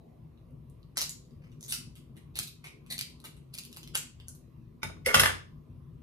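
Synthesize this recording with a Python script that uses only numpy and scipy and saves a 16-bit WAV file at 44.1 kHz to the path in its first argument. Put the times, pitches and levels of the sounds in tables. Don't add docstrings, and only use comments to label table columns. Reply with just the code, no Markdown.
import sys
import numpy as np
from scipy import signal
from scipy.fft import rfft, irfft
from scipy.io import wavfile
from scipy.ndimage import uniform_filter1d

SR = 44100
rng = np.random.default_rng(int(sys.argv[2]) if len(sys.argv) > 2 else 0)


def to_wav(sig):
    pcm = np.clip(np.atleast_2d(sig), -1, 1) * 32767
    pcm = np.round(pcm).astype(np.int16)
    wavfile.write(sys.argv[1], SR, pcm.T)


def attenuation_scalar(level_db):
    decades = np.asarray(level_db, float) / 20
    return 10 ** decades


N = 265482
TOP_HZ = 14600


def evened(x):
    return x / np.sqrt(np.mean(x ** 2) + 1e-20)


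def read(points, hz):
    f, value = np.transpose(points)
    return np.interp(np.log(hz + 1), np.log(f + 1), value)


def add(mix, start_s, sound):
    part = mix[round(start_s * SR):][:len(sound)]
    part += sound[:len(part)]


def held(stages, s):
    return [row[1:] for row in stages if row[0] <= s][-1]


def ports(x, left_lag, lean_db):
    hz = np.fft.rfftfreq(len(x))
    delay = np.exp(-2j * np.pi * hz * np.array([[left_lag / 2], [-left_lag / 2]]))
    return irfft(rfft(x) * delay, len(x)) * attenuation_scalar(np.array([[lean_db / 2], [-lean_db / 2]]))


def rumble():
    # pitch_hz, level_db (per Hz)
    bed_curve = [(12, -55), (20, -25.5), (48, -16), (101, -10.5), (142, 5.5), (210, -18), (241, 1.5),
                 (277, -23), (310, -8.5), (459, -19), (849, -34.5), (1190, -31), (1530, -40.5), (2600, -39),
                 (7500, -52.5), (16000, -47.5)]
    # pitch_hz, width_hz, level_db
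    hums = [(64.8, 4.7, -59.5), (132, 35, -56.5), (157, 75, -68.5), (216, 14, -77.5), (1040, 130, -79)]
    # pitch_hz, likeness (0 to 1)
    likeness = [(60, 0.99), (180, 0.94), (550, 0.63), (1650, 0.3), (4970, 0.28), (15000, 1)]
    # pitch_hz, lean_db
    lean = [(60, 3), (240, 2.5), (950, -3), (3770, -2.5), (15000, 4.5)]
    rumble_db = -50
    frames, hz = N // 512 + 5, np.fft.rfftfreq(2048, 1 / SR)
    a, b, c, d, patches = rng.standard_normal((frames, 1025, 5)).T
    patches = evened(uniform_filter1d(uniform_filter1d(patches, 14, 0), 8, 1))
    same = np.clip(read(likeness, hz), -1, 1)[:, None]
    left = a + 1j * b
    right = same * left + np.sqrt(1 - same ** 2) * (c + 1j * d)
    z = np.array([left, right])
    z *= attenuation_scalar(np.outer([.5, -.5], read(lean, hz))[:, :, None] + 2.3 * patches)
    bed = attenuation_scalar(read(bed_curve, hz)) ** 2
    power = bed / bed.sum() * attenuation_scalar(2 * rumble_db - 8.5)
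    for centre_hz, width_hz, db in hums:
        bump = np.exp(-((hz - centre_hz) / width_hz) ** 2 * 2)
        power = power + attenuation_scalar(2 * db) * bump / bump.sum()
    power = power / (1 + (hz / TOP_HZ) ** 60) ** 2
    noise = signal.istft(z * np.sqrt(power)[:, None], nperseg=2048, noverlap=1536)[1][:, :N]
    return evened(noise) * np.sqrt(power.sum())


def fading():
    centre_hz, width_hz, level_db, t60_s = 656, 253, -66.5, 1.9
    hz = np.fft.rfftfreq(N, 1 / SR)
    hush = irfft(rfft(rng.standard_normal((2, N))) * np.exp(-((hz - centre_hz) / width_hz) ** 2), N)
    return evened(hush) * attenuation_scalar(level_db - 60 * np.arange(N) / SR / t60_s)


def causal(gain_db):
    cepstrum = irfft(np.maximum(gain_db, -100) * np.log(10) / 20)
    half = len(cepstrum) // 2
    cepstrum[1:half] *= 2
    cepstrum[half + 1:] = 0
    return irfft(np.exp(rfft(cepstrum)))[:half]


def blow(spectrum, low_db, high_db, ring_hz, knees_hz, ring_db, slips_s, wall=(1e3, 0, 0)):
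    hz = np.fft.rfftfreq(2048, 1 / SR)
    low = 1 / (1 + (hz / knees_hz[0]) ** 4)
    high = 1 - 1 / (1 + (hz / knees_hz[1]) ** 4)
    wall_hz, wall_db, hollow_db = wall
    # Hz, dB, width as a share of its pitch; the last is the hollow between wall and shell
    bumps = ((ring_hz, ring_db, .16), (wall_hz, wall_db, .13), (2900, hollow_db, .14))
    ring = sum(db / (1 + ((hz - f) / (share * f)) ** 2) for f, db, share in bumps)
    slips = 0.22 * rng.standard_normal(200) * np.exp(-np.arange(200) / SR / slips_s)
    slips[0] = 1
    colour_db = read(spectrum, hz) + low_db * low + high_db * high + ring
    sound = np.convolve(slips, causal(colour_db))
    return sound / abs(sound).max()


def shell():
    # pitch_hz, level_db (per Hz)
    shell_curve = [(240, -33.5), (400, -9.5), (546, -8), (941, -13), (1430, -7), (1750, -10.5),
                   (3000, -4.5), (3900, -8.5), (5220, -13), (7580, -5.5), (10000, -3.5), (14300, -6),
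                   (15200, -16), (16500, -35.5)]
    # start_s, ring_hz, low_body_db, high_fizz_db, room_share_db
    bites = [(.3, 3900, -27, -35, -7), (.45, 9350, -26, 2.5, -9.5), (.81, 4180, -45, -36, -10),
             (.95, 4996, -19.5, -11.5, -4), (1.07, 6780, -73, -5.5, -3.5), (1.23, 4970, -27, -16, -5),
             (1.4, 5300, -3, -10, -11), (1.5, 5400, -24.5, -17, -2.5), (1.59, 6330, -23, -8.5, -4.5),
             (1.675, 8120, -23.5, -6.5, -2.5), (1.716, 5300, -20.5, -2, -2), (1.93, 3280, -20, -7, -0.5),
             (2.14, 3170, -17, -3.5, 1.5), (2.34, 4650, -19, -3, -5.5), (2.41, 4130, -52, -7, -4),
             (2.62, 2380, -22, -18, -3.5), (2.84, 2480, -19, -6, -4), (2.89, 4120, -23, -2.5, -5),
             (2.96, 4400, -25, -5.5, -6), (3.18, 4350, -25, -7, -10), (3.24, 4170, -14.5, -5, -3),
             (3.261, 2870, -14, -3, -7), (3.35, 9200, -5, -3, -1.5), (3.52, 4580, -20, -2, -7),
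             (3.62, 4400, -29, -1.5, -5), (3.69, 11000, -26, -9.5, -7), (3.72, 4700, -27, -9, -5.5),
             (3.74, 9000, -28.5, -7, -9), (3.755, 4540, -11, -4.5, -3.5), (3.81, 4450, -18.5, -6, -3.5),
             (3.86, 4720, -22, -10, -5.5), (3.93, 9300, -18, -13.5, -6.5), (3.964, 6780, -21, -2.5, 5),
             (4.18, 3000, -21, -21.5, -4), (4.26, 7250, -38.5, 5, -4), (4.33, 11700, -49.5, -8, -2.5)]
    # start_s, ring_hz, ring_db, hollow_db
    walls = [(.3, 1500, 2.5, 5.5), (.95, 1450, 13.5, -17), (.975, 1500, -12, -6), (1.0, 900, 0, -9),
             (1.03, 1360, -11, -4.5), (1.07, 1500, -6.5, -3), (1.4, 2260, 6, -1), (1.5, 2420, 3, 5.5),
             (1.59, 1490, -6.5, -15.5), (1.675, 3330, 5, -8.5), (1.716, 2360, 3, 5.5),
             (1.73, 1440, 10.5, -3), (1.93, 2000, -1, -9), (2.14, 2110, 11.5, -6.5),
             (2.34, 2200, 12.5, -4.5), (2.41, 2480, 20.5, -7), (2.62, 2360, 4, -4), (2.89, 2030, 19, -2),
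             (2.96, 2260, 12, 3), (3.18, 1500, 0, -4), (3.24, 2300, 2.5, 2), (3.52, 2380, 6, 0.5),
             (3.69, 1450, -2.5, 1.5), (3.93, 1490, 5, 5.5), (3.957, 2540, 7, -3.5), (4.18, 2010, -4, 2),
             (4.26, 1500, 25.5, -3)]
    # start_s, peak_db
    cracks = [(.9717, -17), (.9782, -20), (.9878, -24), (1.0092, -22), (1.0161, -17), (1.0218, -21),
              (1.0274, -26), (1.0399, -29), (1.0944, -30), (1.7, -29), (1.7226, -21), (1.7249, -20),
              (1.7401, -25), (1.7501, -29), (2.3722, -31), (2.3898, -17), (2.3976, -26), (2.4292, -31),
              (2.9256, -32), (2.9808, -29), (2.9909, -22), (3.0112, -21), (3.5405, -31), (3.5857, -29),
              (3.589, -30), (3.9536, -14), (3.9592, -23), (3.9679, -25), (4.2839, -30),
              (.509, -69), (.6987, -58), (.8301, -60), (1.2504, -62), (1.441, -65), (1.5182, -59),
             (1.6093, -39), (1.6287, -35), (1.6638, -40), (1.6822, -36), (1.6939, -33), (1.9551, -47),
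             (2.1677, -52), (2.3569, -40), (2.3641, -36), (2.48, -38), (2.6416, -46), (2.6709, -43),
             (2.864, -52), (2.9045, -40), (3.2016, -48), (3.2514, -37), (3.3674, -54), (3.6365, -40),
             (3.7285, -39), (3.7709, -33), (3.8313, -40), (3.8758, -40), (4.2003, -48), (4.3505, -46),
              (.376, -66), (.9932, -29), (1.1095, -37), (1.3085, -63), (1.462, -65), (1.477, -65),
                 (1.497, -64), (2.4312, -31), (2.4352, -35), (2.4748, -39), (2.9088, -35), (2.922, -35),
                 (2.9428, -36), (3.2165, -58), (3.2552, -38), (1.64, -38), (1.6489, -42), (1.7097, -32),
                 (1.9713, -53), (2.1598, -60), (2.648, -45), (3.2708, -44), (3.5783, -35), (3.6511, -38),
                 (3.7165, -50), (3.7457, -47), (3.7644, -40), (1.7845, -42), (2.873, -62), (2.879, -60),
                 (3.0255, -34), (3.0996, -48)]
    # start_s, length_s, level_db
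    crushes = [(1.417, 0.064, -68.5), (1.682, .034, -43), (1.722, .007, -47), (1.957, 0.017, -64),
               (2.355, 0.038, -43), (2.387, 0.015, -37.5), (2.637, 0.032, -52), (2.9014, 0.03, -39.5),
               (3.24, 0.018, -47.5), (3.536, 0.017, -43), (3.581, 0.014, -41), (3.948, 0.017, -35.5),
               (0.98, 0.047, -46)]
    crumbs_per_s, ring_spread = 1000, 0.059
    loud_db, body_per_db, room_per_db = -17.5, 0.15, 0.114
    near, far = np.zeros((2, N))
    single = [(s, 0, db) for s, db in cracks]
    for s, length_s, db in single + crushes:
        hz, low_db, high_db, room_db = held(bites, s)
        faint_db = loud_db - db
        body_db = low_db + body_per_db * faint_db + 9.0
        ring_hz = hz * (1 + ring_spread * rng.uniform(-0.63, 1))
        snap = blow(shell_curve, body_db, high_db + 0.5, ring_hz, (2400, 7200), 8.96, 0.0018, held(walls, s))
        if length_s:
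            luck, size = rng.random(4410), rng.standard_normal(4410)
            crumbs = (size * (luck < crumbs_per_s / SR))[:round(length_s * SR)]
            snap = np.convolve(crumbs, snap)
            faint_db = faint_db + 4.0
        add(near, s - .0002, attenuation_scalar(db + 5.5) * snap)
        add(far, s, attenuation_scalar(db + room_db + room_per_db * faint_db) * snap)
    return near, far


def room(x, level_db, left_lag):
    # pitch_hz, t60_s
    decay = [(150, 0.7), (500, 0.31), (2000, 0.33), (5000, 0.34), (10000, 0.26), (14000, 0.2)]
    turns_per_s = 3.1
    out = np.zeros((2, N))
    for k in range(3):
        taps = np.zeros((3, SR))
        at = np.arange(128, SR - 16, 16) + rng.integers(0, 16, (3, (SR - 129) // 16))
        np.put_along_axis(taps, at, rng.choice([-1., 1.], at.shape), 1)
        hz, t, z = signal.stft(taps, SR, nperseg=256)
        z = z * attenuation_scalar(-60 * t / read(decay, hz)[:, None] + 8.7 * np.exp(-t / 0.0063))
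        z = z / (1 + (hz[:, None] / TOP_HZ) ** 120)
        tail = signal.istft(z, SR, nperseg=256)[1][:, :SR // 2]
        tail[:, :200] = 0
        tail = tail[:2] + 0.17 * ports(tail[2], left_lag, 0)
        turn = np.sqrt(2 / 3) * np.cos(2 * np.pi * (turns_per_s * np.arange(N) / SR + k / 3))
        out += signal.fftconvolve((turn * x)[None], tail / np.linalg.norm(tail[0]), axes=1)[:, :N]
    return attenuation_scalar(level_db) * out


def rings(modes, count, split=0):
    t, luck = np.arange(count) / SR, rng.uniform(-1.0, 1, (len(modes), 3))
    detune = 1 + split * rng.uniform(-1.1, 1, luck.shape)
    hz, db, t60_s = np.transpose(modes)[:, :, None, None]
    size = .5 + abs(luck) / 2
    if split:
        size = np.sign(luck) * size / np.sqrt(3)
        t60_s = t60_s * 0.94
    else:
        size = size / 3
    fade = attenuation_scalar(db - 60 * t / t60_s)
    return (fade * size[:, :, None] * np.sin(2 * np.pi * hz * detune[:, :, None] * t)).sum((0, 1))


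def shears():
    # pitch_hz, level_db (per Hz)
    steel_curve = [(88, -19.5), (150, -7), (297, -13.5), (414, -9.5), (854, -10.5), (1450, -21),
                   (3040, -10), (4490, -11.5), (7000, -9.5), (9820, -5.5), (13600, -13), (14600, -27.5),
                   (16500, -50)]
    # start_s, peak_db, body_ring_hz
    contacts = [(4.8322, -22.5, 1480), (4.8492, -34, 2260), (4.899, -41, 1450), (4.969, -52.5, 1090),
                (5.061, -22, 2100), (5.0624, -16.5, 2060), (5.077, -26, 1750), (5.0863, -23.5, 2160),
                (5.097, -26.5, 1490), (5.109, -29.5, 1930), (5.1427, -16, 2600), (5.144, -5, 1440),
                (5.1459, -9.5, 1390), (5.1528, -14.5, 1272), (5.1554, -15.5, 1200), (5.163, -21, 1227),
                (5.1721, -18.5, 2600), (5.1761, -23.5, 2037), (5.1963, -11.5, 2020), (5.198, -7.5, 1500),
                (5.2007, -12, 2610), (5.2025, -22.5, 1300), (5.2144, -18.5, 1636), (5.233, -22, 2210),
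                (5.235, -9.5, 1790), (5.2559, -19.5, 2210), (5.2598, -11.5, 1760), (5.278, -23, 1720),
                (5.2936, -24, 1660)]
    # start_s, table_thud_db, high_tick_db, handle_ring_db, frame_ring_db
    touches = [(4.81, -13.5, -6, -25.5, -21), (4.842, -17, -23, -40, -21), (5.04, -25, 1, -19.5, -19.5),
               (5.075, -16, -10, -14, -19), (5.12, -24, -8.5, -23.5, -3), (5.159, -13, -11.5, -11.5, -7),
               (5.19, -19, 4, -20.5, -3.5), (5.21, -16.5, -24.5, -16, -8.5), (5.228, -25, -17.5, -26, -9),
               (5.25, -25, -12.5, -23.5, -6.5), (5.27, -25.5, -23, -28, -12.5)]
    # pitch_hz, level_db, t60_s
    frame_modes = [(1440, -4, 0.026), (2020, -6, 0.022), (2650, -2.5, 0.016), (3150, -4, .025),
                   (3900, -13.5, .025), (4015, -14, 0.014), (5230, -7.5, 0.032), (5150, -13.5, 0.0093)]
    # pitch_hz, level_db, t60_s
    handle_modes = [(555, -13.5, 0.14), (900, -7, 0.16), (1200, -6, 0.29), (1400, -15, 0.078),
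                    (1790, -3, 0.25), (2075, -4.5, 0.085), (2200, -2.5, 0.11), (2830, -7.5, 0.15),
                    (3135, -17.5, 0.055), (3530, -16, .12), (5200, -14, 0.06)]
    # pitch_hz, level_db, t60_s
    closed_modes = [(876, -9.5, 0.091), (1480, -4.5, 0.084), (2260, 4.5, 0.024), (3700, -8, 0.04),
                    (5100, -6, 0.06), (5960, -7.5, .02)]
    # pitch_hz, level_db, t60_s
    hinge_modes = [(422, -7, 0.42), (515, -3, 0.4), (1450, -2, 0.25), (1085, -12.5, 0.13), (1770, -9.5, .2),
                   (2160, -3, 0.49)]
    split, count = .03, 12000
    clunk_db, clunk_t60_s, clunk_rise_s = -1.5, 0.023, 0.00064
    tip_db, rattle_depth, rattle_s = 1, 1, .004
    t = np.arange(count) / SR
    tips, grips = np.zeros((2, N))
    swell = 1 - np.exp(-t / 0.001)
    for s, db, hz in contacts:
        low_db, high_db, ring_db, frame_db = held(touches, s)
        tick = blow(steel_curve, low_db + 10.5, high_db - 6.0, hz, (900, 3000), 4.2, 0.0026)
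        add(tips, s - .0004, attenuation_scalar(db + tip_db) * tick)
        clunk = attenuation_scalar(clunk_db - 60 * t / clunk_t60_s) * np.sin(2 * np.pi * hz * t)
        frame = attenuation_scalar(frame_db) * rings(frame_modes, count, split / 3)
        add(grips, s - .0004, attenuation_scalar(db) * (clunk + frame) * (1 - np.exp(-t / clunk_rise_s)))
        add(grips, s, attenuation_scalar(db + ring_db) * rings(handle_modes, count, split) * swell)
    add(grips, 4.8305, attenuation_scalar(-25.5) * rings(closed_modes, count, split) * swell)
    grain = rng.standard_normal((len(hinge_modes), count))
    flutter = signal.lfilter([1], [1, -np.exp(-1 / (rattle_s * SR))], grain)
    blades = np.zeros(count)
    for mode, chatter in zip(hinge_modes, flutter):
        blades += (1 + rattle_depth * evened(chatter)) * rings([mode], count, split)
    add(grips, 5.063, attenuation_scalar(-26.0) * blades * (1 - np.exp(-t / 0.0075)))
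    return tips, grips


def table():
    # pitch_hz, level_db, t60_s
    slab_modes = [(58.1, -14, 0.6), (90.6, -6, 0.62), (139, -0.5, 0.24), (230.7, -7, 0.21)]
    # start_s, level_db
    thuds = [
        (4.831, -30),
        (5.145, -19),
        (5.202, -30),
        (5.681, -34.5),
    ]
    out = np.zeros(N)
    rise = 1 - np.exp(-np.arange(30000) / SR / 0.024)
    for s, db in thuds:
        add(out, s, attenuation_scalar(db) * rise * rings(slab_modes, 30000))
    return out


def scene():
    snaps, thrown = shell()
    tips, grips = shears()
    slab = table()
    near = ports(snaps, 8.0, 0.29) + ports(tips, -2.94, -0.78)
    near = near + ports(grips, -6.0, -0.66) + ports(slab, 3.0, 1.7)
    landing = tips + attenuation_scalar(-7.5) * grips + attenuation_scalar(-25.0) * slab
    return near + room(thrown, 5.66, 12.0) + room(landing, -0.091, -12.5) + rumble() + fading()


def low_pass(x):
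    return signal.sosfilt(signal.butter(12, 16810, fs=SR, output="sos"), x)


def record(dry):
    # pitch_hz, boost_db
    width = [(100, 1.5), (400, 4.5), (2000, 0.5), (5000, 1.5), (12000, -2)]
    notch_hz, notch_width_hz, notch_db = 7450, 130, -8
    hz = np.fft.rfftfreq(N, 1 / SR)
    mid, side = (dry[0] + dry[1]) / 2, (dry[0] - dry[1]) / 2
    side = irfft(rfft(side) * attenuation_scalar(read(width, hz)), N)
    dip = attenuation_scalar(notch_db / (1 + ((hz - notch_hz) / notch_width_hz) ** 2))
    wide = irfft(rfft([mid + side, mid - side]) * dip, N)
    ahead = rng.standard_normal((2, 1201)) * attenuation_scalar(-50.5 - 12.0 * np.linspace(2, 0, 1201))
    ahead = ahead * (np.arange(1201) < 600)
    ahead = signal.lfilter(*signal.butter(N=4, Wn=(.04, .36), btype="band"), ahead)
    smear = signal.oaconvolve(wide, ahead * attenuation_scalar(22.0), "same", axes=1)
    return low_pass(wide + smear)


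dry = scene()
out = record(dry)
to_wav(out)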